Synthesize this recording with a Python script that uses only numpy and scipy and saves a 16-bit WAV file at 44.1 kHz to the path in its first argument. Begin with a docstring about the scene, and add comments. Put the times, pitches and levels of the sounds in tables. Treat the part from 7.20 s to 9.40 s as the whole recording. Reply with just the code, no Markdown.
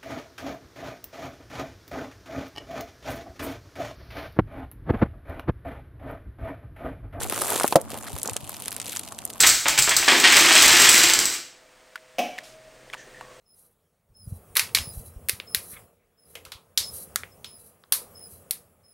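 """Tyre rolling over snack packets

A car tyre rolls slowly over snack packets on asphalt, close to two microphones in the open.
Creasing film snaps as short resonant ticks, walls pop hollowly, and swarms of grains crinkle and crunch.
A full packet bursts as a tear of noise, decaying modes that sink in pitch and a short echo.
Softer crackles of the flattened packets follow, over filtered noise and a wavering hum of the car.
"""
import sys
import numpy as np
from scipy import signal
from scipy.fft import rfft, irfft
from scipy.io import wavfile

SR = 44100
rng = np.random.default_rng(int(sys.argv[2]) if len(sys.argv) > 2 else 0)


def unload_wav(signal):
    """Save mono or channel-first audio to the path in sys.argv[1] as 16-bit WAV at rate SR, clipped to [-1, 1]."""
    wavfile.write(
        sys.argv[1],
        SR,
        np.round(np.clip(np.atleast_2d(signal).T, -1, 1) * 32767).astype(np.int16),
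    )


N = 97020  # length [samples]
SIDES = np.array([[1], [-1]])  # signs of the two channels
LEVEL_WINDOW_S = 0.003  # the level of a tick is its rms over this time
FLIP_CYCLES = 2.1  # decay of the ragged instant in which a fold gives way [periods of the tick]
RING_FLIP_DB, POP_FLIP_DB, THUD_FLIP_DB, GRAIN_FLIP_DB = -4, -12.5, -16, -4.5  # raggedness
# between the two microphones: mean lag, random spread of the lag, random spread of the level
LAG_S, LAG_SPREAD_S, PAN_SPREAD_DB = 1.2e-5, 1.4e-5, -2.5
CROWDING = 0.6  # how closely the rate of the grains follows their level [exponent]


def amp(db):
    """Decibels to gain."""
    return 10 ** (np.asarray(db) / 20)


def unit(x):
    """Scale to an rms of one."""
    return x / np.sqrt(np.mean(x ** 2))


def resonance(f, hz, q):
    """Response of a band-pass applied twice."""
    return 1 / (1 + 1j * q * (f / hz - hz / np.maximum(f, 1))) ** 2


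def band(x, hz, q):
    """Pass a sound through one resonance."""
    f = np.fft.rfftfreq(N, 1 / SR)
    return irfft(rfft(x) * resonance(f, hz, q), N)


def colour(x, points):
    """Filter by (frequency [Hz], level [dB]) points, joined along log frequency."""
    hz, db = np.array(points).T
    f = np.fft.rfftfreq(N, 1 / SR)
    gain = amp(np.interp(np.log(f + 1), np.log(hz), db))
    return irfft(rfft(x) * gain, N)


def stereo_noise(apart):
    """White noise common to both channels plus a share of separate noise in each."""
    return rng.standard_normal(N) + apart * rng.standard_normal((2, N))


def decay(t, t60):
    """Exponential fall by 60 dB in t60 seconds."""
    return np.exp(-np.log(1000) * t / t60)


def ticks(times, db, hz, q, tail_db, tail_s, apart, flip_db, size=1024):
    """Each tick is a ragged impulse and a short scatter through its own resonance."""
    t, f = np.arange(size) / SR, np.fft.rfftfreq(size, 1 / SR)
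    hz = hz[:, None, None]
    chance = rng.standard_normal((len(times), 3, size))
    common, separate = chance[:, :1], chance[:, 1:]

    def fade(length):
        return np.exp(-t / length) * np.sqrt(2 / (length * SR))

    apart = np.clip(apart, 0, 1)
    scatter = np.sqrt(1 - apart) * common + np.sqrt(apart) * separate
    scatter = scatter * fade(tail_s)
    flip = 1 + amp(flip_db) * rfft(common[..., ::-1] * fade(FLIP_CYCLES / hz))
    lag = LAG_S + LAG_SPREAD_S * common[..., -1:]
    delay = 4 / SR + SIDES * lag / 2  # four samples of headroom keep both delays positive
    pan = amp(SIDES * PAN_SPREAD_DB * chance[:, 1:2, -1:] / 2)
    direct = flip * np.exp(-2j * np.pi * f * delay) * pan
    sounds = irfft((direct + amp(tail_db) * rfft(scatter)) * resonance(f, hz, q), size)
    energy = np.sum(sounds ** 2, axis=(1, 2), keepdims=True)
    sounds /= np.sqrt(energy / (2 * LEVEL_WINDOW_S * SR))

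    out = np.zeros((2, N + size))
    starts = np.clip(times * SR, 0, N - 1).astype(int)
    for start, gain, sound in zip(starts, amp(db), sounds):
        out[:, start:start + size] += gain * sound
    return out[:, :N]


def swarm(count, s, level_db, spread_db, group=20):
    """Times and levels of grains: they crowd where the crushing is hard, a strong one in every handful."""
    t = np.arange(N) / SR
    db = np.interp(t, s, level_db)
    rate = amp(CROWDING * db)
    rate = rate * count / (rate.sum() / SR)  # grains per second
    order = np.arange(count) + 2 * rng.random(count)
    times = np.interp(order, np.cumsum(rate) / SR, t)
    # ranks shuffled within each group; the cube leaves most grains faint
    rank = np.argsort(rng.random((count // group, group))).ravel()
    size_db = spread_db * ((rank + rng.random(count)) / group) ** 3
    # the summed power of overlapping grains follows the level curve
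    power = np.mean(amp(size_db) ** 2) * LEVEL_WINDOW_S * np.interp(times, t, rate)
    return times, size_db + np.interp(times, t, db) - 10 * np.log10(power)


RING_Q, RING_TAIL_DB, RING_TAIL_S, RING_DB = 1.74, -8.5, 0.004, -1.5
BODY_HZ, BODY_Q, BODY_TAIL_DB, BODY_TAIL_S, BODY_DB = 3070, 0.39, 2.5, 0.004, 1
# Sharp snaps of the film, levels before the trims RING_DB and BODY_DB:
# (time [s], ring frequency [Hz], ring level [dB], level of the duller body [dB])
FILM_SNAPS = [(.0193, 10100, -27, -34), (0.034, 7960, -24, -37), (.098, 10100, -17, -29.5),
              (0.1239, 10900, -25, -29.5), (0.2166, 10000, -20, -29.5), (0.2198, 10900, -18.5, -28.5),
              (0.2522, 9600, -26, -46), (0.3041, 10900, -17.5, -32), (0.3602, 7200, -25.5, -26.5),
              (0.399, 9400, -20.5, -26), (.434, 9900, -21.5, -24), (0.4787, 11000, -15.5, -28.5),
              (0.5248, 9900, -25, -22), (0.5581, 10400, -17, -35), (.615, 10200, -28, -61),
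              (0.7037, 9200, -33, -37), (.717, 8500, -41, -36), (0.9641, 10300, -34, -38),
              (0.986, 8800, -27, -37.5), (1.017, 7800, -33, -38), (1.0316, 8550, -19, -50),
              (1.058, 7000, -28, -34), (1.076, 7050, -22.5, -42), (1.0964, 7150, -25, -30),
              (1.1337, 9000, -27.5, -49), (1.1658, 7500, -21.5, -27), (1.294, 9900, -24.5, -41),
              (1.3443, 5630, -42, -36.5), (1.4002, 8800, -32, -48), (1.422, 9600, -28, -36.5),
              (1.458, 7740, -28, -34.5), (1.4815, 9100, -22.5, -27), (1.5076, 8300, -30, -52),
              (1.518, 10900, -31, -32), (1.527, 10600, -27.5, -34.5), (1.5448, 7620, -37, -47),
              (1.565, 8700, -24, -35), (1.6, 7460, -25.5, -29.5), (1.616, 7300, -29, -34.5),
              (1.6657, 7240, -32.5, -38), (1.7623, 9400, -26, -29.5), (1.7699, 7300, -23, -34),
              (1.7948, 10100, -24, -32.5), (1.877, 7500, -45, -37), (1.9226, 8100, -32, -41),
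              (1.9885, 7840, -29, -34), (2.0525, 9900, -19, -46), (2.0765, 7900, -38, -51),
              (2.102, 10400, -31, -34.5), (2.1361, 7000, -34.5, -45)]


def snaps():
    """Creases flip over: a bright ring and a duller body."""
    s, hz, ring_db, body_db = np.array(FILM_SNAPS).T
    body_hz = BODY_HZ * np.exp(0.11 * rng.standard_normal(len(s)))
    ring = ticks(s, ring_db + RING_DB, hz, RING_Q, RING_TAIL_DB, RING_TAIL_S, 0.5, RING_FLIP_DB)
    body = ticks(s, body_db + BODY_DB, body_hz, BODY_Q, BODY_TAIL_DB, BODY_TAIL_S, 0.19, RING_FLIP_DB)
    return ring + body


BURST_S, BURST_RISE_S, BURST_LOW_HZ = 0.5563, 0.0012, 88  # start, rise, low cut
RING_TRIM_DB = 7  # added to every mode
BURST_SAG, BURST_SAG_S = 0.15, 0.0264  # share by which the pitch sinks as the packet slackens, and how soon
RIP_DB, RIP_S, RIP_HZ = -11.5, 0.0056, 5400  # the seam tears
ECHO_DB, ECHO_T60_S, ECHO_HZ = -22, 0.19, 580  # scatter from the car body and the street
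# Ring of the bursting packet, pitch before it sinks and level before the trim:
# (frequency [Hz], level [dB], decay time to -60 dB [s])
PACKET_MODES = [(167.5, -15.5, 0.041), (338, -17, 0.055), (550, -7, 0.039), (610.4, -8.5, 0.059),
                (699, -9, 0.049), (854, -16.5, 0.045), (1000, -19.5, 0.041), (1280, -18.5, 0.029),
                (1920, -25, 0.024)]


def burst():
    """The seam rips, the freed air rings the slackening packet, and the surroundings answer."""
    t = np.maximum(np.arange(N) / SR - BURST_S, 0)
    rise = 1 - np.exp(-t / BURST_RISE_S)  # silent until the burst
    sag = BURST_SAG * np.minimum(t / BURST_SAG_S, 1) ** 2
    slack_time = t - np.cumsum(sag) / SR  # time runs slower, so every mode sinks
    ring = np.zeros(N)
    for hz, db, t60 in PACKET_MODES:
        ring -= amp(db) * np.sin(2 * np.pi * hz * slack_time) * decay(t, t60)
    rip = amp(RIP_DB) * unit(band(stereo_noise(0.76), RIP_HZ, 0.21)) * np.exp(-t / RIP_S)
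    echo = amp(ECHO_DB) * unit(band(stereo_noise(0.69), ECHO_HZ, 1.42)) * decay(t, ECHO_T60_S)
    low_cut = signal.butter(2, BURST_LOW_HZ, "high", fs=SR, output="sos")
    return signal.sosfilt(low_cut, rise * (amp(RING_TRIM_DB) * ring + rip + echo))


POP_Q, POP_TAIL_DB, POP_TAIL_S, POP_TOP_HZ = 0.48, -5, 0.0071, 1420
# Pops of buckling packet walls and breaking crisps, levels before the treble cut:
# (time [s], level [dB], pitch [Hz])
WALL_POPS = [(0.125, -23, 460), (0.1771, -25, 850), (0.2184, -19.5, 836), (.246, -25.5, 776),
             (0.3207, -21, 580), (0.3597, -21.5, 408), (0.3986, -19.5, 1100), (0.41, -16, 1060),
             (0.4437, -10, 650), (0.5246, -13.5, 714), (.732, -30, 280), (0.964, -31.5, 990),
             (1.059, -28.5, 415), (1.0875, -26, 563), (1.1628, -28.5, 616), (1.2941, -31, 940),
             (1.465, -37, 240), (1.922, -32, 1100)]


def pops():
    """Hollow pops of the packet, one swing of its wall each, with little treble."""
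    s, db, hz = np.array(WALL_POPS).T
    swings = ticks(s, db, hz, POP_Q, POP_TAIL_DB, POP_TAIL_S, 0.15, POP_FLIP_DB, size=4096)
    treble_cut = signal.butter(4, POP_TOP_HZ, fs=SR, output="sos")
    return signal.sosfilt(treble_cut, swings)


# Small crackles, as level curves of the film and of the crisps, played by crinkle() and crunch():
# (time [s], film treble level [dB], film middle level [dB], crisp crunch level [dB])
CRUSH_LEVELS = [(0, -40, -46, -33), (.03, -32, -36.5, -36.5), (.07, -40, -49, -40),
                (.14, -31.5, -37.5, -36.5), (.25, -29.5, -40.5, -35), (.32, -27, -34, -29.5),
                (.43, -30.5, -37, -37), (.5, -33.5, -43.5, -47), (.6, -51.5, -58.5, -54),
                (.69, -50, -56.5, -50), (0.738, -40, -42, -38), (0.809, -42, -55, -46),
                (.87, -41, -45, -41.5), (1.01, -43.5, -53.5, -49.5), (1.07, -40, -47.5, -40.5),
                (1.2, -47.5, -52, -57), (1.33, -42, -47.5, -52), (1.6, -47.5, -51, -52),
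                (1.71, -34, -39, -48), (1.82, -44, -49, -54), (1.97, -49, -54.5, -55),
                (2.2, -47, -53.5, -49)]


def crinkle(count=1900):
    """A swarm of small creases, most faint and a few strong, each with a treble and a middle ring."""
    s, treble_db, middle_db, _ = np.array(CRUSH_LEVELS).T
    times, db = swarm(count, s, treble_db, 21.4)
    treble_hz = 7200 + 5000 * rng.random(count)
    middle_hz = 2200 + 2200 * rng.random(count)
    treble = ticks(times, db, treble_hz, 1.4, -3, 0.0022, 0.55, GRAIN_FLIP_DB, size=512)
    db = db + np.interp(times, s, middle_db - treble_db)
    middle = ticks(times, db, middle_hz, 1.13, -4.5, 0.0028, 0.064, GRAIN_FLIP_DB, size=512)
    return treble + middle


CRUNCH_LOW_HZ, CRUNCH_OCTAVES = 314, 2.26  # lowest grain, and the range above it


def crunch(count=900):
    """Crisps break in low, muffled grains inside the packet."""
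    s, _, _, crunch_db = np.array(CRUSH_LEVELS).T
    times, db = swarm(count, s, crunch_db, 17.8)
    hz = CRUNCH_LOW_HZ * 2 ** (CRUNCH_OCTAVES * rng.random(count))
    return ticks(times, db, hz, 1.74, -1.7, 0.0036, 0.11, GRAIN_FLIP_DB)


THUD_HZ, THUD_Q, THUD_TAIL_DB, THUD_TAIL_S = 102, 1.37, 0.5, 0.02
SHAKE_DB, SHAKE_HZ, SHAKE_Q, SHAKE_FADE_DB_PER_S = -40, 105, 1.13, -7.5  # steadily fading rumble
# Low bumps that shake the microphones as the tread settles: (time [s], level [dB])
TREAD_BUMPS = [(0.024, -24), (.934, -22.5), (1.114, -28.5), (1.229, -29.5)]


def shake():
    """Low rumble and bumps shake the two microphones in opposite phase."""
    s, db = np.array(TREAD_BUMPS).T
    hz = np.full(len(s), THUD_HZ)
    bumps = ticks(s, db, hz, THUD_Q, THUD_TAIL_DB, THUD_TAIL_S, 0.59, THUD_FLIP_DB, size=4096)
    level_db = SHAKE_DB + SHAKE_FADE_DB_PER_S * np.arange(N) / SR
    rumble = amp(level_db) * unit(band(stereo_noise(0.5), SHAKE_HZ, SHAKE_Q))
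    return (bumps + rumble) * SIDES


CAR_DB = -49  # rms level of the middle of the rush
HUM_OCTAVE_DB = -60.5  # rms level of the steady line an octave below the hum
# Spectrum of the rush, relative: (frequency [Hz], level per Hz [dB])
CAR_SPECTRUM = [(25, -13), (60, -2.5), (150, 0.5), (280, 4.5), (450, -8), (650, 1.5), (1200, -5.5),
                (1800, -24.5), (12000, -26)]
# Stereo width of the rush: (frequency [Hz], side over middle [dB])
RUSH_WIDTH = [(100, -18), (600, -8), (9000, 11)]
# Hum of the engine, level before the wavering: (time [s], pitch [Hz], rms level [dB])
ENGINE_HUM = [(.5, 222, -59), (.74, 222.1, -48), (1, 216.9, -65.5), (1.83, 199.7, -58), (2.05, 225.8, -59)]


def car():
    """Low rush of the car as coloured noise, and a faint wavering hum that sags and picks up."""
    middle = unit(colour(rng.standard_normal(N), CAR_SPECTRUM))
    side = unit(colour(rng.standard_normal(N), CAR_SPECTRUM))
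    rush = amp(CAR_DB) * (middle + SIDES * colour(side, RUSH_WIDTH))
    t = np.arange(N) / SR
    s, pitch_hz, level_db = np.array(ENGINE_HUM).T
    phase = 2 * np.pi * np.cumsum(np.interp(t, s, pitch_hz)) / SR
    waver_db = 2 * unit(band(rng.standard_normal(N), 10.3, 0.57))
    hum = amp(np.interp(t, s, level_db) + waver_db) * np.sin(phase)
    octave = amp(HUM_OCTAVE_DB) * np.sin(phase / 2)
    return rush + np.sqrt(2) * (hum + octave)  # root two turns rms into peak


def scene():
    """Everything at the tyre, from the packets to the car behind them."""
    return snaps() + burst() + pops() + crinkle() + crunch() + shake() + car()


TREBLE_HZ, CLIP_LEVEL, TOP_HZ = 13560, 1.02, 16300  # treble roll-off, full-scale ceiling, upper limit


def record(dry):
    """The microphone softens the top octave, rounds off the loudest peaks and cuts off steeply."""
    soft = signal.sosfilt(signal.butter(3, TREBLE_HZ, fs=SR, output="sos"), dry)
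    loud = soft / (1 + (soft / CLIP_LEVEL) ** 6) ** (1 / 6)
    return signal.sosfilt(signal.ellip(8, 0.2, 70, TOP_HZ, fs=SR, output="sos"), loud)


dry = scene()
out = record(dry)
unload_wav(out)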